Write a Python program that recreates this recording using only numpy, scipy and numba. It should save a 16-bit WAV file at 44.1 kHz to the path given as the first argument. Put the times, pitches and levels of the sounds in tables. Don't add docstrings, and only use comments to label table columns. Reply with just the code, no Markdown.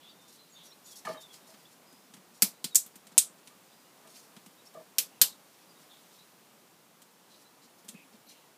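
import sys
import numpy as np
from scipy import signal
from scipy.fft import rfft, irfft, next_fast_len
from scipy.io import wavfile
from scipy.ndimage import uniform_filter1d
from numba import njit

SR = 44100
rng = np.random.default_rng(int(sys.argv[2]) if len(sys.argv) > 2 else 0)


def gain_from_db(level_db):
    decades = np.asarray(level_db, float) / 20
    return 10 ** decades


def to_wav(sig):
    pcm = np.clip(np.atleast_2d(sig), -1, 1) * 32767
    pcm = np.round(pcm).astype(np.int16)
    wavfile.write(sys.argv[1], SR, pcm.T)


N = 377937

DRIVE_DB = 1.5


@njit
def band_pass(x, hz, width):
    y = np.empty(len(x))
    band, low = 0., 0.
    g, k = np.tan(np.pi * hz / SR), width / hz
    for i in range(len(x)):
        v = (band + g * (x[i] - low)) / (1 + g * (g + k))
        band = 2 * v - band
        low += 2 * g * v
        y[i] = k * v
    return y


def steep(x, hz, width):
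    once = band_pass(x, 1. * hz, 1. * width)
    return band_pass(once, 1. * hz, 1. * width)


def unit(x):
    return x / np.sqrt(np.mean(x ** 2))


def add(track, s, x):
    i = int(s * SR)
    track[i:i + len(x)] += x[:N - i]


def walk(rate, size):
    hold = int(SR / rate)
    steps = np.repeat(rng.standard_normal(size // hold + 1), hold)
    return 1.1 * uniform_filter1d(steps, hold)[:size]


def high_pass(x, hz):
    return signal.sosfilt(signal.butter(4, hz, "high", fs=SR, output="sos"), x)


def click(modes, count):
    f = np.fft.rfftfreq(count, 1 / SR) + 1
    power = 0
    for hz, width, db in modes:
        detune = (f - hz ** 2 / f) / width
        power = power + (gain_from_db(db) * SR / width) ** 2 / (1 + detune ** 2) ** 2
    cepstrum = irfft(.5 * np.log(power))
    cepstrum[1:count // 2] *= 2
    cepstrum[count // 2 + 1:] = 0
    return irfft(np.exp(rfft(cepstrum)))


# delays in seconds, then their levels in dB.
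ECHO_S = [.0013, .0025, .0032, .0047, .0067, .0083, .0113]
ECHO_DB = [-7, -5.5, -6, -5.5, -6, -9.5, -8]
# centre in Hz, time to fall by 60 dB in seconds, level in dB.
TAIL = [(200, 0.052, -6), (714, 0.3, -2.5), (1800, 0.13, 1), (4037, 0.17, -1.5), (7486, 0.19, -7),
        (12000, 0.14, 2)]


def room(x, count=12288):
    t = np.arange(count) / SR
    onset = np.clip(t / 0.0014, 0, 1)
    response = np.zeros(count)
    response[0] = 1
    shading_db = 1.5 * rng.standard_normal(len(ECHO_S))
    for s, db in zip(ECHO_S, ECHO_DB + shading_db):
        add(response, s, gain_from_db(db) * np.array([1., -.3]))
    scatter_t60_s, scatter_db = 0.054, 4.5
    scatter = rng.standard_normal(count) * gain_from_db(-60 * t / scatter_t60_s)
    response += 0.087 * gain_from_db(scatter_db) * onset * scatter
    for hz, t60, db in TAIL:
        noise = steep(rng.standard_normal(count), hz, 1.1 * hz)
        response += 0.075 * gain_from_db(db) * onset * noise * gain_from_db(-60 * t / t60)
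    return signal.fftconvolve(x, response)[:N]


# frequency in Hz, level per Hz in dB.
FLOOR = [(22, -51), (79, -26), (169, -4), (260, -5.5), (421, -7.5), (1020, -9), (1780, -15), (15500, -21.5)]
# time in seconds, level in dB.
SWELL = [(0, 0.7), (1, 2.5), (2, 1.7), (3, 0.8), (4.001, 2), (5, 1.8), (6, 2.15), (7, -0.6), (8, 1.3),
         (8.6, 0.2)]


def floor():
    size = next_fast_len(N)
    f = np.fft.rfftfreq(size, 1 / SR) + 1
    hz, db = np.transpose(FLOOR)
    colour = gain_from_db(np.interp(np.log(f), np.log(hz), db))
    spectrum = rfft(rng.standard_normal(size)) * colour
    whole = irfft(spectrum, size)[:N]
    hum = irfft(spectrum / (1 + (f / 300) ** 6), size)[:N]
    hiss = irfft(spectrum / (1 + (2200 / f) ** 4), size)[:N]
    murmur = whole - hum - hiss
    busy = np.interp(np.arange(N) / SR, *np.transpose(SWELL))
    swell = 0.46 * busy
    mix = hum * gain_from_db(swell + 0.98 * walk(14, size=N))
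    mix += murmur * gain_from_db(swell + 0.68 * walk(6.8, size=N))
    mix += hiss * gain_from_db(busy + .4 * walk(4.7, size=N))
    return gain_from_db(-60.5 - DRIVE_DB) / np.std(whole) * mix


# start in seconds, length in seconds, middle pitch in Hz, level in dB.
HELD = [(.13, .24, 3600, -66.5), (.39, .05, 4080, -59), (.515, 0.085, 6600, -61), (.53, .04, 4520, -63),
        (.545, 0.058, 3600, -56), (.64, .04, 4620, -58), (.84, 0.097, 6740, -62), (1.11, 0.12, 3150, -60),
        (1.385, .11, 3710, -68), (1.59, 0.076, 4780, -69), (1.86, 0.16, 4990, -64),
        (2.33, .08, 5740, -67.5), (3.65, 0.3, 4800, -73.5), (3.83, .07, 2860, -68)]
SAGGING = [(.862, 0.056, 3566, -56.5), (.92, 0.044, 3300, -59), (1.17, 0.074, 3697, -51.5),
           (1.215, 0.054, 3506, -54), (1.29, .09, 3240, -62), (2.03, 0.053, 5200, -71)]
FALLING = [(.085, .04, 4600, -58), (.49, .04, 7400, -65), (.65, .085, 5650, -60), (2.708, .04, 3780, -55),
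           (5.69, .045, 4770, -64)]
RISING = [(.04, .08, 3590, -56), (4.57, 0.054, 3800, -63), (2.53, 0.054, 3900, -66),
          (5.755, 0.034, 3750, -63), (6.185, 0.05, 3910, -59), (7.445, 0.041, 4000, -62.5),
          (8.26, .05, 11760, -63)]
CHIPS = [(.705, 0.031, 3840, -57), (1.652, 0.027, 3620, -60), (3.715, 0.029, 3800, -64),
         (4.66, .02, 5240, -56)]
BURRED = [(5.12, 0.073, 2650, -66), (5.28, 0.065, 3750, -55), (5.89, 0.11, 3580, -57),
          (7.3, .075, 3950, -62), (7.935, 0.116, 2550, -56.5), (8.27, 0.063, 3970, -59)]
RASPS = [(.0, 0.15, 3330, -60.5), (.25, 0.29, 4000, -66), (.56, 0.13, 3500, -57), (1.48, .08, 4780, -66),
         (8.25, .2, 2860, -68)]
# the notes, glide in Hz per second, hoarseness from 0 to 1.
SONG = [(HELD, 0, .15), (SAGGING, -2000, .12), (FALLING, -6500, .15), (RISING, 6000, .3),
        (CHIPS, 30000, .15), (BURRED, -1000, .62), (RASPS, -1500, .85)]


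def bird_note(length, mid_hz, db, glide, hoarse):
    n = int(length * SR)
    waver = walk(120, size=16384)[:n]
    flutter = walk(300, size=16384)[:n]
    breath = rng.standard_normal(16384)
    hz = mid_hz + glide * length * np.linspace(-.5, .5, n)
    hz = hz * (1 + .004 * waver + (.008 + .04 * hoarse) * flutter)
    whistle = np.sin(2 * np.pi * np.cumsum(hz) / SR) * gain_from_db(1.5 * waver + 2.2 * flutter)
    rasp = unit(steep(breath, hz.mean(), 300 + 1300 * hoarse ** 2))[:n]
    mix = (1 - hoarse ** 2) * whistle + .9 * hoarse ** 1.4 * rasp
    shape = np.sin(np.pi * np.linspace(0, 1, n) ** .7) ** .6
    return gain_from_db(db - 5.5) * shape * mix


def birds():
    out = np.zeros(N)
    for notes, glide, hoarse in SONG:
        for s, length, mid_hz, db in notes:
            add(out, s, bird_note(length, mid_hz, db, glide, hoarse))
    return out


# start in seconds, peak in dB, pitch in Hz.
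BUMPS = [(0.028, -61, 172), (0.998, -62, 280), (1.095, -52, 159), (1.113, -52, 176), (1.137, -52.5, 270),
         (1.424, -60, 204), (1.926, -57, 253), (2.047, -61, 245), (2.098, -57, 226), (2.19, -66, 186),
         (2.301, -64, 200), (3.298, -57, 173), (5.802, -57, 167), (7.653, -59, 251), (7.989, -70, 159.5),
         (8.048, -58, 264), (8.139, -52.5, 228), (7.885, -51, 215), (7.93, -56, 225)]


def bumps():
    out = np.zeros(N)
    for s, db, hz in BUMPS:
        add(out, s, gain_from_db(db - 8.5) * click([(hz, 55, 0)], count=8192))
    return out


def rub(length, db, hz):
    grain_db = 4 * walk(400, size=16384)
    noise = rng.standard_normal(16384) * gain_from_db(grain_db)
    noise = high_pass(band_pass(noise, 0.62 * hz, 0.66 * hz), .55 * hz)
    u = np.linspace(0, 1, int(1.16 * length * SR))
    shape = np.sin(np.pi * u ** 0.53) ** 0.75
    return room(gain_from_db(db - 6) * unit(noise)[:len(u)] * shape)


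# middle in seconds, length in seconds, rms level in dB.
FLICKS = [(0.225, 0.047, -69), (0.292, 0.034, -63), (0.338, 0.053, -62), (0.655, 0.059, -62),
          (0.892, 0.11, -60), (0.914, 0.028, -55), (0.97, 0.038, -51), (1.215, 0.03, -56),
          (1.345, 0.057, -60), (1.491, 0.054, -62), (1.719, 0.027, -66), (2.359, 0.062, -67),
          (2.417, 0.024, -59), (3.386, 0.017, -66.5), (3.461, 0.0099, -66), (4.109, 0.072, -64),
          (4.17, .07, -58), (4.238, 0.041, -65.5), (4.664, .035, -60.5), (7.42, .05, -69),
          (7.79, 0.027, -68), (8.304, 0.046, -60.5)]


def flicks():
    out = np.zeros(N)
    for s, length, db in FLICKS:
        add(out, s - 0.44 * length, rub(length, db, hz=8020))
    return out


# middle in seconds, length in seconds, rms level in dB, centre in Hz.
RUBS = [(1.087, 0.094, -52, 4940), (1.596, 0.14, -73, 5900), (4.157, .06, -67, 3600),
        (4.6, 0.18, -78, 5450), (5.602, .2, -71.5, 4500), (5.816, .06, -65, 5970), (6.149, .1, -68, 5840),
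        (7.347, 0.13, -67.5, 5500), (7.635, 0.044, -64.5, 6500), (8.14, 0.037, -68, 4440),
        (8.331, .12, -70.5, 4180)]


def rubs():
    out = np.zeros(N)
    for s, length, db, hz in RUBS:
        add(out, s - 0.44 * length, rub(length, db, hz))
    return out


# start in seconds, push length in seconds, then the level in dB that goes
KNOCKS = [(1.049, 0.016, -62, -59, -47), (1.0685, 0.017, -44, -39, -46.5), (1.088, 0.017, -40, -48, -51),
          (1.107, 0.021, -49, -52, -54), (1.127, 0.014, -54, -59, -60), (1.142, 0.038, -56, -54.5, -59.5),
          (1.169, 0.071, -64.5, -69, -68), (1.481, 0.071, -68.5, -82, -82), (3.5, 0.049, -80, -68, -77),
          (4.043, 0.053, -67, -70, -74), (4.744, 0.047, -54.5, -60, -75), (4.762, 0.034, -53.5, -59, -74),
          (4.793, 0.021, -55, -64.5, -71), (4.81, 0.013, -60.5, -79, -77)]
# frequency in Hz, width in Hz, level in dB.
BODY = [
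    [(635, 75, 0), (510, 80, -4), (170, 70, -13), (270, 90, -14), (380, 80, -11)],
    [(850, 110, 0), (1030, 90, -1)],
    [(1180, 100, 0), (1070, 90, -5)],
    [(1740, 170, 0), (2200, 200, -7), (2700, 400, -14)],
]


def knocks():
    out = np.zeros(N)
    for s, length, low_db, hollow_db, wall_db in KNOCKS:
        shares = low_db, wall_db - 2, hollow_db, wall_db
        n = int(length * SR)
        push = np.zeros(4096)
        push[:n] = rng.standard_normal(4096)[:n] * np.linspace(1, .3, n) ** 2
        spread = np.sqrt((n + 300) / len(push))
        for share, group in zip(shares, BODY):
            for hz, width, db in group:
                ring = unit(steep(push, hz, 0.79 * width))
                add(out, s, gain_from_db(share + db - 3.5) * spread * ring)
    return out


# frequency in Hz, width in Hz.
LID = [
    (205, 100),
    (1500, 2800),
    (3500, 3230),
    (12500, 9000),
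]
# frequency in Hz, width in Hz, level in dB.
FACE = [(7900, 4800, 1), (5660, 2600, -15)]


def strike(db, thud, rim, edge, freed=()):
    wall = (thud + rim) / 2 + 1
    modes = FACE + list(freed)
    for (hz, width), share in zip(LID, (thud, wall, rim, edge)):
        modes.append((hz, width, share))
    return room(gain_from_db(db - 5.5) * click(modes, count=4096))


STRIKE_LAG_S = .0007

# start in seconds, peak in dB, thud share in dB, edge share in dB.
TICKS = [(1.0511, -42.5, -11, -21), (1.34, -47, -28, -26), (1.5402, -53.5, -7, -30),
         (1.926, -54.5, -11, 0.5), (2.138, -44, -13, -12), (2.1675, -53, -1.5, -15),
         (2.8619, -44.5, -16, 7.5), (2.9561, -44, -13, 3), (3.0683, -46, -17, -8),
         (3.1188, -53, -6.5, -15.5), (3.473, -44, -15, -18.5), (4.073, -50.5, -22, -11),
         (4.3647, -48.5, -7, -27), (4.461, -47.5, -8.5, -2.5), (4.7398, -53, -17, -6.5),
         (7.0186, -47, -24, -2), (7.8464, -57, -6, 8), (7.9417, -57, 4, -21)]


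def ticks():
    out = np.zeros(N)
    for s, db, thud, edge in TICKS:
        rim = -5 - 0.23 * edge
        add(out, s + STRIKE_LAG_S, strike(db, thud, rim, edge))
    return out


# start in seconds, peak in dB, then the shares in dB of thud, rim and thin edge.
SNAPS = [(2.421, -9.5, -23, -13, 5), (2.6416, -27, -18.5, -32, 0.5), (2.6431, -28, -25.5, -1.5, -8),
         (2.7469, -22, -41.5, -14, -0.5), (2.7548, -5.5, -47.5, -22, -14), (3.1783, -4.5, -51, -14, -9),
         (4.9832, -14, -44, -5, 5.5), (5.214, -5.5, -34, -10, -12.5), (7.8827, -40, -21, -11.5, -14),
         (7.887, -33.5, -44, -6.5, -10)]
# time of the snap in seconds,
# frequency in Hz, width in Hz, level in dB against the peak.
GRIP = [(2.421, 2250, 816, -21), (2.421, 5100, 2400, -5.5), (2.421, 440, 200, -37),
        (2.6435, 4460, 1800, -5), (2.755, 7400, 2600, -5.5), (2.755, 12600, 1500, -13.5),
        (5.214, 1130, 700, -33.5), (5.214, 3050, 900, -19.5), (3.178, 3750, 900, -22),
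        (3.178, 8500, 2800, -2), (4.984, 5550, 2010, -7), (4.984, 504, 200, -36), (4.984, 2510, 604, -24),
        (5.214, 4550, 2010, -7), (5.214, 12300, 3040, -3), (5.214, 339, 300, -37)]


def snaps():
    out = np.zeros(N)
    for s, db, thud, rim, edge in SNAPS:
        freed = [mode for snap_s, *mode in GRIP if abs(snap_s - s) < .0025]
        add(out, s + STRIKE_LAG_S, strike(db, thud, rim, edge, freed))
    return out


def scene():
    background = floor()
    song = birds()
    hollow = bumps() + knocks()
    hollow += gain_from_db(-15) * room(hollow)
    near = hollow + flicks() + rubs() + ticks() + snaps() + gain_from_db(-6.5) * room(song)
    return (high_pass(near, 135) + song + background)[None]


def roll_off(x):
    return signal.sosfilt(signal.butter(12, 16510, fs=SR, output="sos"), x)


def record(dry):
    top_hz, skew, full_scale = 15250, 0.059, .92
    x = signal.sosfilt(signal.ellip(8, .2, 60, top_hz, fs=SR, output="sos"), dry)
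    x = gain_from_db(DRIVE_DB) * x
    mix = np.clip(x + skew * x ** 4, -full_scale, full_scale)
    return roll_off(mix)


dry = scene()
out = record(dry)
to_wav(out)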